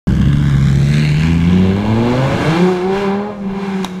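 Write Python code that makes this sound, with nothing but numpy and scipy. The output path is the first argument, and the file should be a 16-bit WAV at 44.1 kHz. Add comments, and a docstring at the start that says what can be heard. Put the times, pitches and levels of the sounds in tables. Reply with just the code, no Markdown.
"""A ten-cylinder sports car pulls away from close by and accelerates down a quiet street. At first the exhaust
burbles low and spits a puff of gas at each firing, while wind or handling thumps softly on the microphone.
After about a second the tailpipes swing past with a rasp. The tone climbs with the firing rate and breaks up
briefly around 2.4 s, while echoes from the houses take over. Far off, at about 3.3 s, the engine eases off.
Near the end the exhaust pops once, and the noise drops just after."""
import sys
import numpy as np
from scipy import signal
from scipy.fft import rfft, irfft
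from scipy.io import wavfile

SR = 44100
rng = np.random.default_rng(int(sys.argv[2]) if len(sys.argv) > 2 else 0)


def output_pcm(signal):
    """Save a mono or channel-first signal as 16-bit PCM at the path in sys.argv[1].

    Samples are clipped to [-1, 1] before scaling.
    """
    pcm = np.clip(np.atleast_2d(signal).T, -1, 1) * 32767
    wavfile.write(sys.argv[1], SR, np.round(pcm).astype(np.int16))


N = 176400
T = np.arange(N) / SR

# Firing rate of one bank (row) of cylinders, and the tones at 1 to 4 times that rate:
# time_s, firing_hz, tone1_db, tone2_db, tone3_db, tone4_db
FIRING_TONES = [(0.08, 66.1, -23, -21, -17.5, -24), (0.1, 66.2, -18, -16, -19, -41),
                (0.17, 65.8, -20, -20, -15.5, -40), (0.28, 69.7, -18, -12, -25.5, -25),
                (0.41, 72.05, -24, -13.5, -24, -26), (0.6, 68.4, -22, -11.5, -24.5, -32),
                (0.8, 68.9, -22, -12.5, -25, -50), (1.02, 75.62, -29, -12.5, -17.5, -28.5),
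                (1.11, 73.25, -30, -12.5, -37, -33), (1.27, 81.6, -20, -12, -19, -40),
                (1.29, 83.03, -17, -14.5, -19, -24), (1.43, 83.57, -20, -12.5, -23.5, -47),
                (1.48, 87.05, -18, -12, -24.5, -23), (1.51, 88.2, -15, -13.5, -35, -38),
                (1.53, 91.23, -18, -10, -26, -24.5), (1.72, 95.63, -17, -13.5, -35, -22),
                (1.79, 101.2, -21, -17, -25.5, -30.5), (1.84, 105, -23, -19, -31.5, -34),
                (1.94, 111.8, -14, -16.5, -24, -27), (2.11, 122.1, -22, -16, -18.5, -25.5),
                (2.22, 132.7, -14, -25, -35, -20), (2.36, 139.1, -27, -28, -41, -26),
                (2.39, 139.5, -34, -19.5, -29, -27), (2.49, 153, -12, -25, -25.5, -28),
                (2.55, 165.2, -19, -18.5, -30, -33), (2.62, 178.6, -12, -15, -28, -35),
                (2.69, 185.7, -15, -14, -33, -25.5), (2.8, 177.4, -31, -20.5, -33.5, -34.5),
                (2.85, 186.7, -17, -18.5, -43, -26), (2.91, 191.9, -21, -16, -33.5, -25),
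                (3.02, 201.7, -23, -19, -26.5, -33.5), (3.08, 194.3, -16, -18, -31.5, -26),
                (3.25, 206.7, -22, -26.5, -34.5, -32.5), (3.27, 208.7, -25, -28, -58, -27),
                (3.3, 208.9, -31, -24.5, -28, -30), (3.34, 203.9, -31, -40.5, -37, -54),
                (3.38, 200, -29, -41, -45, -34), (3.42, 199.8, -24, -34, -44, -48),
                (3.47, 191.9, -20, -29.5, -49, -42), (3.62, 198.6, -22, -26, -51, -33.5),
                (3.81, 188.8, -16, -26, -50, -41), (3.82, 188.7, -19, -21, -64, -57),
                (3.85, 189.2, -19, -36, -47, -32), (3.88, 182.2, -29, -37, -60, -61),
                (3.99, 185.7, -22, -34.5, -56, -57), (4.0, 186, -29, -39, -52, -46)]
# Weaker tones from unequal cylinders: multiple_of_cycle_rate, relative_db
BURBLE_TONES = [(3, -8), (4, -8.5), (6, -8), (7, -10.5), (8, -5), (9, -7), (11, -43), (12, -4), (13, -2),
                (14, -14), (16, -9), (17, -12.5), (18, -8), (19, -21), (21, -16), (22, -67), (23, -15)]
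# High tones that open up as the engine works: multiple_of_cycle_rate, relative_db
HOWL_TONES = [(22, -6), (23, -11), (24, -14.5), (25, -0.5), (26, -12), (27, -14.5), (28, -10.5), (29, -20),
              (30, -4.5), (31, -18), (33, -19), (35, -8), (37, -17.5), (40, -8.5), (45, -10), (50, -15),
              (55, -21)]
# How the engine's load changes the tone: time_s, burble_db, howl_db, roughness (0 is steady)
ENGINE_LOAD = [(.08, -21, -32.5, 0.54), (.2, -20.5, -35.5, 0.08), (.35, -26, -40.5, 0),
               (.8, -24.5, -35, 0.05), (1, -32, -34, 0.06), (1.4, -28, -42, .1), (1.65, -27.5, -32, 0.12),
               (1.9, -33.5, -32, 0.21), (2.22, -28.5, -26.5, 0.21), (2.36, -24, -30, 0.72),
               (2.48, -27.5, -27.5, 0.59), (2.65, -33.5, -32, 0.2), (2.8, -37.5, -38.5, 0.21),
               (3.03, -33.5, -32, 0.22), (3.3, -37.5, -40.5, 0), (3.36, -40.5, -50, 0.31),
               (3.7, -40, -47, 0.22), (4, -45, -51, 0.13)]
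# Microphone thumps, then three bands of gas noise: time_s, thump_db, roar_db, rasp_db, hiss_db
NOISE_LEVELS = [(0.1, -28, -32.5, -34.5, -43), (0.22, -55, -30, -35, -49), (0.35, -32, -32, -35.5, -48.5),
                (0.5, -41, -24.5, -31.5, -42.5), (0.7, -39.1, -26, -33.5, -41),
                (0.87, -38, -28.5, -34, -38.5), (0.96, -44, -35, -28, -38.3),
                (1.06, -44.7, -30, -29.5, -45.5), (1.15, -34, -33, -32, -44),
                (1.25, -39.7, -30.5, -24, -41), (1.36, -34.6, -31.5, -32, -46),
                (1.52, -50, -32.2, -28, -45.5), (1.75, -33, -32, -31, -50), (1.92, -33, -24, -31, -49.5),
                (2.1, -35, -24.5, -26.5, -45), (2.3, -40, -24.5, -26, -42), (2.45, -38.1, -27, -23, -39.5),
                (2.57, -44, -40, -22.5, -39.5), (2.7, -57.2, -24, -28.5, -41.5), (2.79, -52, -37, -30, -46),
                (2.88, -53.5, -30, -33, -49.5), (2.98, -39, -26, -25, -42.5),
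                (3.07, -54.7, -27, -28.5, -46.5), (3.18, -60, -29, -34.7, -55.5),
                (3.3, -61, -33.5, -40, -59.5), (3.39, -52, -44.5, -46, -58), (3.52, -39, -30, -39, -58.5),
                (3.63, -53, -28.5, -31.5, -48.4), (3.74, -59.0, -30.5, -33, -48.5),
                (3.81, -56, -33, -33.5, -47.5)]
# Rasp beamed out of the tailpipes as they swing past the listener: time_s, level_db
BEAM_LEVELS = [(0, -47), (.25, -39), (.6, -39), (.85, -33.5), (1, -27), (1.25, -32), (1.36, -39),
               (1.6, -41), (2.1, -40), (2.6, -44), (4, -97)]
# The mix of low and high pitches in the exhaust's noises: pitch_hz, relative_db
BOOM_SHAPE = [(30, -59), (60, -1.5), (105, -1), (200, 5), (270, -18), (340, -17.5), (500, -26.5),
              (1000, -55)]
ROAR_SHAPE = [(120, -7), (250, -23.5), (400, -11), (550, -6), (680, 0.5), (850, 11.5), (1080, 5.5),
              (1270, -3), (1700, -21.5), (4000, -95)]
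RASP_SHAPE = [(700, -43), (1000, 7), (1270, -0.5), (1450, 2.5), (1570, 5), (1680, 5.5), (1880, -4.5),
              (2170, 3), (2420, 1), (2580, -7), (2800, -1), (3020, -8.5), (3250, -3.5), (3700, -7.5),
              (4200, -7.5), (4700, -15), (8000, -38.5)]
BEAM_SHAPE = [(700, -36), (1100, 3), (1400, -11), (1700, -9), (2000, 2), (2300, -1.5), (2800, 7), (3300, 0),
              (4000, -1.5), (4400, -3), (4800, -27), (5600, -22.5), (6600, -14), (8000, -13.5),
              (9000, -23.5), (15000, -33.5)]
HISS_SHAPE = [(2500, -40), (4000, -7), (4800, 3.5), (6500, 2.5), (7700, -1.5), (9000, -6.5), (12000, -14),
              (15500, -25)]
# Single hard puffs, compared with the usual gas flow: start_s, relative_db
HARD_PUFFS = [(0.215, 9), (0.33, 9), (.937, 1), (0.98, -2), (1.05, 5.5), (1.091, 5), (3.832, 11),
              (3.897, 8)]
# The pop's two cracks, one strong and one faint: start_s, level_db
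POP_CRACKS = [(3.8462, -5), (3.8645, -22)]
# Notes at which the tailpipe rings: pitch_hz, relative_db, ring_s (time to fade by 60 dB)
PIPE_NOTES = [(300.2, -13, 0.026), (854, -10, 0.026), (983, -7, 0.021), (1577, -16, 0.024),
              (3360, -19, 0.024), (3760, -7.5, 0.017), (5940, -8, 0.0038)]
# Strength of the bounce off the road: time_s, gain
ROAD_BOUNCE = [(0, 0.41), (.68, 0.87), (1.1, 0.53), (1.5, .25), (2.2, 0.073), (4, 0.024)]
# How late that bounce arrives: time_s, delay_ms
ROAD_DELAY = [(0, .66), (.3, .61), (.68, .545), (1.1, .46), (1.5, .33), (2.2, .24), (4, .12)]
# Share of the sound that returns from the house fronts: time_s, share (0 to 1)
ECHO_SHARE = [(0, 0.15), (1.1, 0.058), (1.8, 0.45), (2.6, 0.75), (4, 0.59)]
# Low thumps of wind or handling on the microphone: pitch_hz, relative_db
THUMP_SHAPE = [(15, 13), (30, -15), (48, 9), (70, 8), (120, -20), (300, -45)]

CYLINDERS_PER_BANK = 5
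NOISE_DROP_START_S, NOISE_DROP_DB, NOISE_DROP_FALL_S = 3.86, -7.5, 0.03


def exhaust_tone(turns, echo_share):
    """Regular firings make strong tones, with burble, boom and howl between and above them."""
    burble_db, howl_db, roughness = curves(ENGINE_LOAD)
    cycles = turns / CYLINDERS_PER_BANK  # every cylinder fires once per cycle
    firing = sum(gain(db) * fluttering_tone(k * turns, roughness, flutter_hz=31.3)
                 for k, db in enumerate(curves(FIRING_TONES)[1:], 1))
    burble = sum(gain(db) * fluttering_tone(k * cycles, roughness + 0.2, flutter_hz=4.5)
                 for k, db in BURBLE_TONES)
    howl = sum(gain(db) * fluttering_tone(k * cycles, roughness + 0.26, flutter_hz=33)
               for k, db in HOWL_TONES)
    boom = gain(2) * shaped_noise(BOOM_SHAPE)
    firing_echo = gain(-20) * echo_share * street_echoes(firing)
    howl = with_echoes(gain(howl_db) * howl, 0.54 * echo_share)
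    return firing + firing_echo + gain(burble_db) * (burble + boom) + howl


def fluttering_tone(turns, roughness, flutter_hz):
    """One engine tone, one wave per turn; roughness makes its strength and timing waver."""
    flutter = 1 + roughness * (drift(flutter_hz) + 1j * drift(flutter_hz))
    wave = np.exp(2j * np.pi * (turns + rng.random()))
    return np.sqrt(2) * (flutter * wave).real / np.sqrt(1 + 2 * roughness ** 2)  # same average power


def gas_noise(turns, echo_share):
    """Swirling puffs of gas sound in the pipes and arrive directly, off the road and off the houses."""
    roar_db, rasp_db, hiss_db = curves(NOISE_LEVELS)[1:]
    beam_db = curves(BEAM_LEVELS)[0]
    road = curves(ROAD_BOUNCE)[0]
    delay_s = curves(ROAD_DELAY)[0] / 1000
    flow = gas_puffs(turns)
    sound = np.zeros(N)
    layers = [(ROAR_SHAPE, roar_db - 3.5, flow, road),
              (RASP_SHAPE, rasp_db, flow, road),
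              (BEAM_SHAPE, beam_db, flow, road),
              (HISS_SHAPE, hiss_db - 0.5, flow ** 1.4, 0.25 * road)]  # hiss needs the fastest flow
    for shape, level_db, strength, bounce in layers:
        jet = shaped_noise(shape, strength)
        off_road = bounce * np.interp(T - delay_s, T, jet)
        jet = (jet + off_road) / np.sqrt(1 + bounce ** 2)
        sound += gain(level_db) * with_echoes(jet, echo_share)
    return sound


def gas_puffs(turns, steady_flow=0.24, scatter_db=1.5, puff_fade_turns=0.2, hard_fade_s=0.0031):
    """The two banks fire in turn, each firing pushing out a sharp puff of its own strength."""
    puff_number = (2 * turns).astype(int)
    size = gain(scatter_db * np.clip(rng.standard_normal(N), -2, 2))[puff_number]
    size *= np.where(puff_number % 2, 0.43, 1)  # the second bank is weaker
    puffs = size * np.exp(-(turns - puff_number / 2) / puff_fade_turns)
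    hard_puffs = sum(gain(db) * (T > start_s) * np.exp(-abs(T - start_s) / hard_fade_s)
                     for start_s, db in HARD_PUFFS)
    return normalize(steady_flow + puffs) + hard_puffs


def exhaust_pop(crack_fade_s=0.0036):
    """Unburnt fuel cracks in the tailpipe and makes it ring; the street echoes it."""
    sound = np.zeros(N)
    for start_s, level_db in POP_CRACKS:
        age_s = np.maximum(T - start_s, 0)
        ring = sum(gain(db - 60 * age_s / ring_s) * np.sin(2 * np.pi * hz * age_s)
                   for hz, db, ring_s in PIPE_NOTES)
        noise = shaped_noise([(300, -6), (4000, 0), (8000, -4), (15000, -14)])
        crack = gain(-18.5) * noise * (age_s > 0) * np.exp(-age_s / crack_fade_s)
        sound += gain(level_db) * (ring + crack)
    return sound + gain(-12) * street_echoes(sound)


def street_echoes(sound, ring_s=0.68):
    """House fronts and parked cars send back scattered echoes that fade by 60 dB in ring_s."""
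    delay_s = T[:SR // 2]
    echoes = rng.standard_normal(len(delay_s))
    echoes *= (rng.random(len(delay_s)) < 0.06) * (delay_s > 0.006)  # sparse, and none right away
    echoes *= gain(-60 * delay_s / ring_s)
    return signal.fftconvolve(sound, echoes / np.linalg.norm(echoes))[:N]


def with_echoes(sound, echo_share):
    """Blends the direct sound with its street echoes."""
    return np.sqrt(1 - echo_share) * sound + np.sqrt(echo_share) * street_echoes(sound)


def microphone_thumps():
    """Wind or handling makes low thumps on the microphone."""
    thump_db = curves(NOISE_LEVELS)[0]
    return gain(thump_db + 3.5) * shaped_noise(THUMP_SHAPE)


def shaped_noise(shape, strength=1):
    """Noise that follows strength, then is filtered to a shape of (pitch_hz, relative_db) points."""
    noise = strength * rng.standard_normal(N)
    pitch_hz, relative_db = np.transpose(shape)
    grid_hz = abs(np.fft.fftfreq(4096, 1 / SR))
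    log_gain = np.log(gain(np.interp(np.log(grid_hz + 1), np.log(pitch_hz), relative_db)))
    # This filter rings only after a sound, never before it.
    response = np.fft.ifft(np.exp(signal.hilbert(log_gain).conj())).real
    return normalize(signal.fftconvolve(noise, response[:len(response) // 2])[:N])


def drift(rate_hz):
    """Slow random motion, up to about rate_hz."""
    grid_hz = np.fft.rfftfreq(N, 1 / SR)
    return normalize(irfft(rfft(rng.standard_normal(N)) / (1 + (grid_hz / rate_hz) ** 4), N))


def curves(table):
    """Turns each column after time_s into one value per sample."""
    time_s, *columns = np.transpose(table)
    return [np.interp(T, time_s, column) for column in columns]


def gain(db):
    """Turns decibels into a number to multiply by."""
    return 10 ** (np.asarray(db) / 20)


def normalize(sound):
    """Scales a signal to an average power of 1."""
    return sound / np.sqrt(np.mean(sound ** 2) + 1e-20)


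def scene():
    """One engine speed drives tone and gas noise; the echoes take over with distance."""
    firing_hz = curves(FIRING_TONES)[0]
    turns = np.cumsum(firing_hz) / SR  # goes up by one for each firing of one bank
    echo_share = curves(ECHO_SHARE)[0]
    tone = exhaust_tone(turns, echo_share)
    noise = gas_noise(turns, echo_share) + microphone_thumps()
    noise_drop = gain(NOISE_DROP_DB * np.clip((T - NOISE_DROP_START_S) / NOISE_DROP_FALL_S, 0, 1))
    return (tone + noise * noise_drop + exhaust_pop())[None]


def record(dry, start_s=0.0715, ceiling=0.76, top_hz=15400):
    """The microphone opens abruptly, rounds off the highest peaks and cuts the highest treble."""
    rounded = dry / (1 + (dry / ceiling) ** 8) ** (1 / 8)
    opening = np.clip((T - start_s) / 0.0005, 0, 1)
    treble_cut = signal.firwin(601, top_hz, window=("kaiser", 8), fs=SR)
    return signal.oaconvolve(rounded * opening, treble_cut[None], "same")


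dry = scene()
out = record(dry)
output_pcm(out)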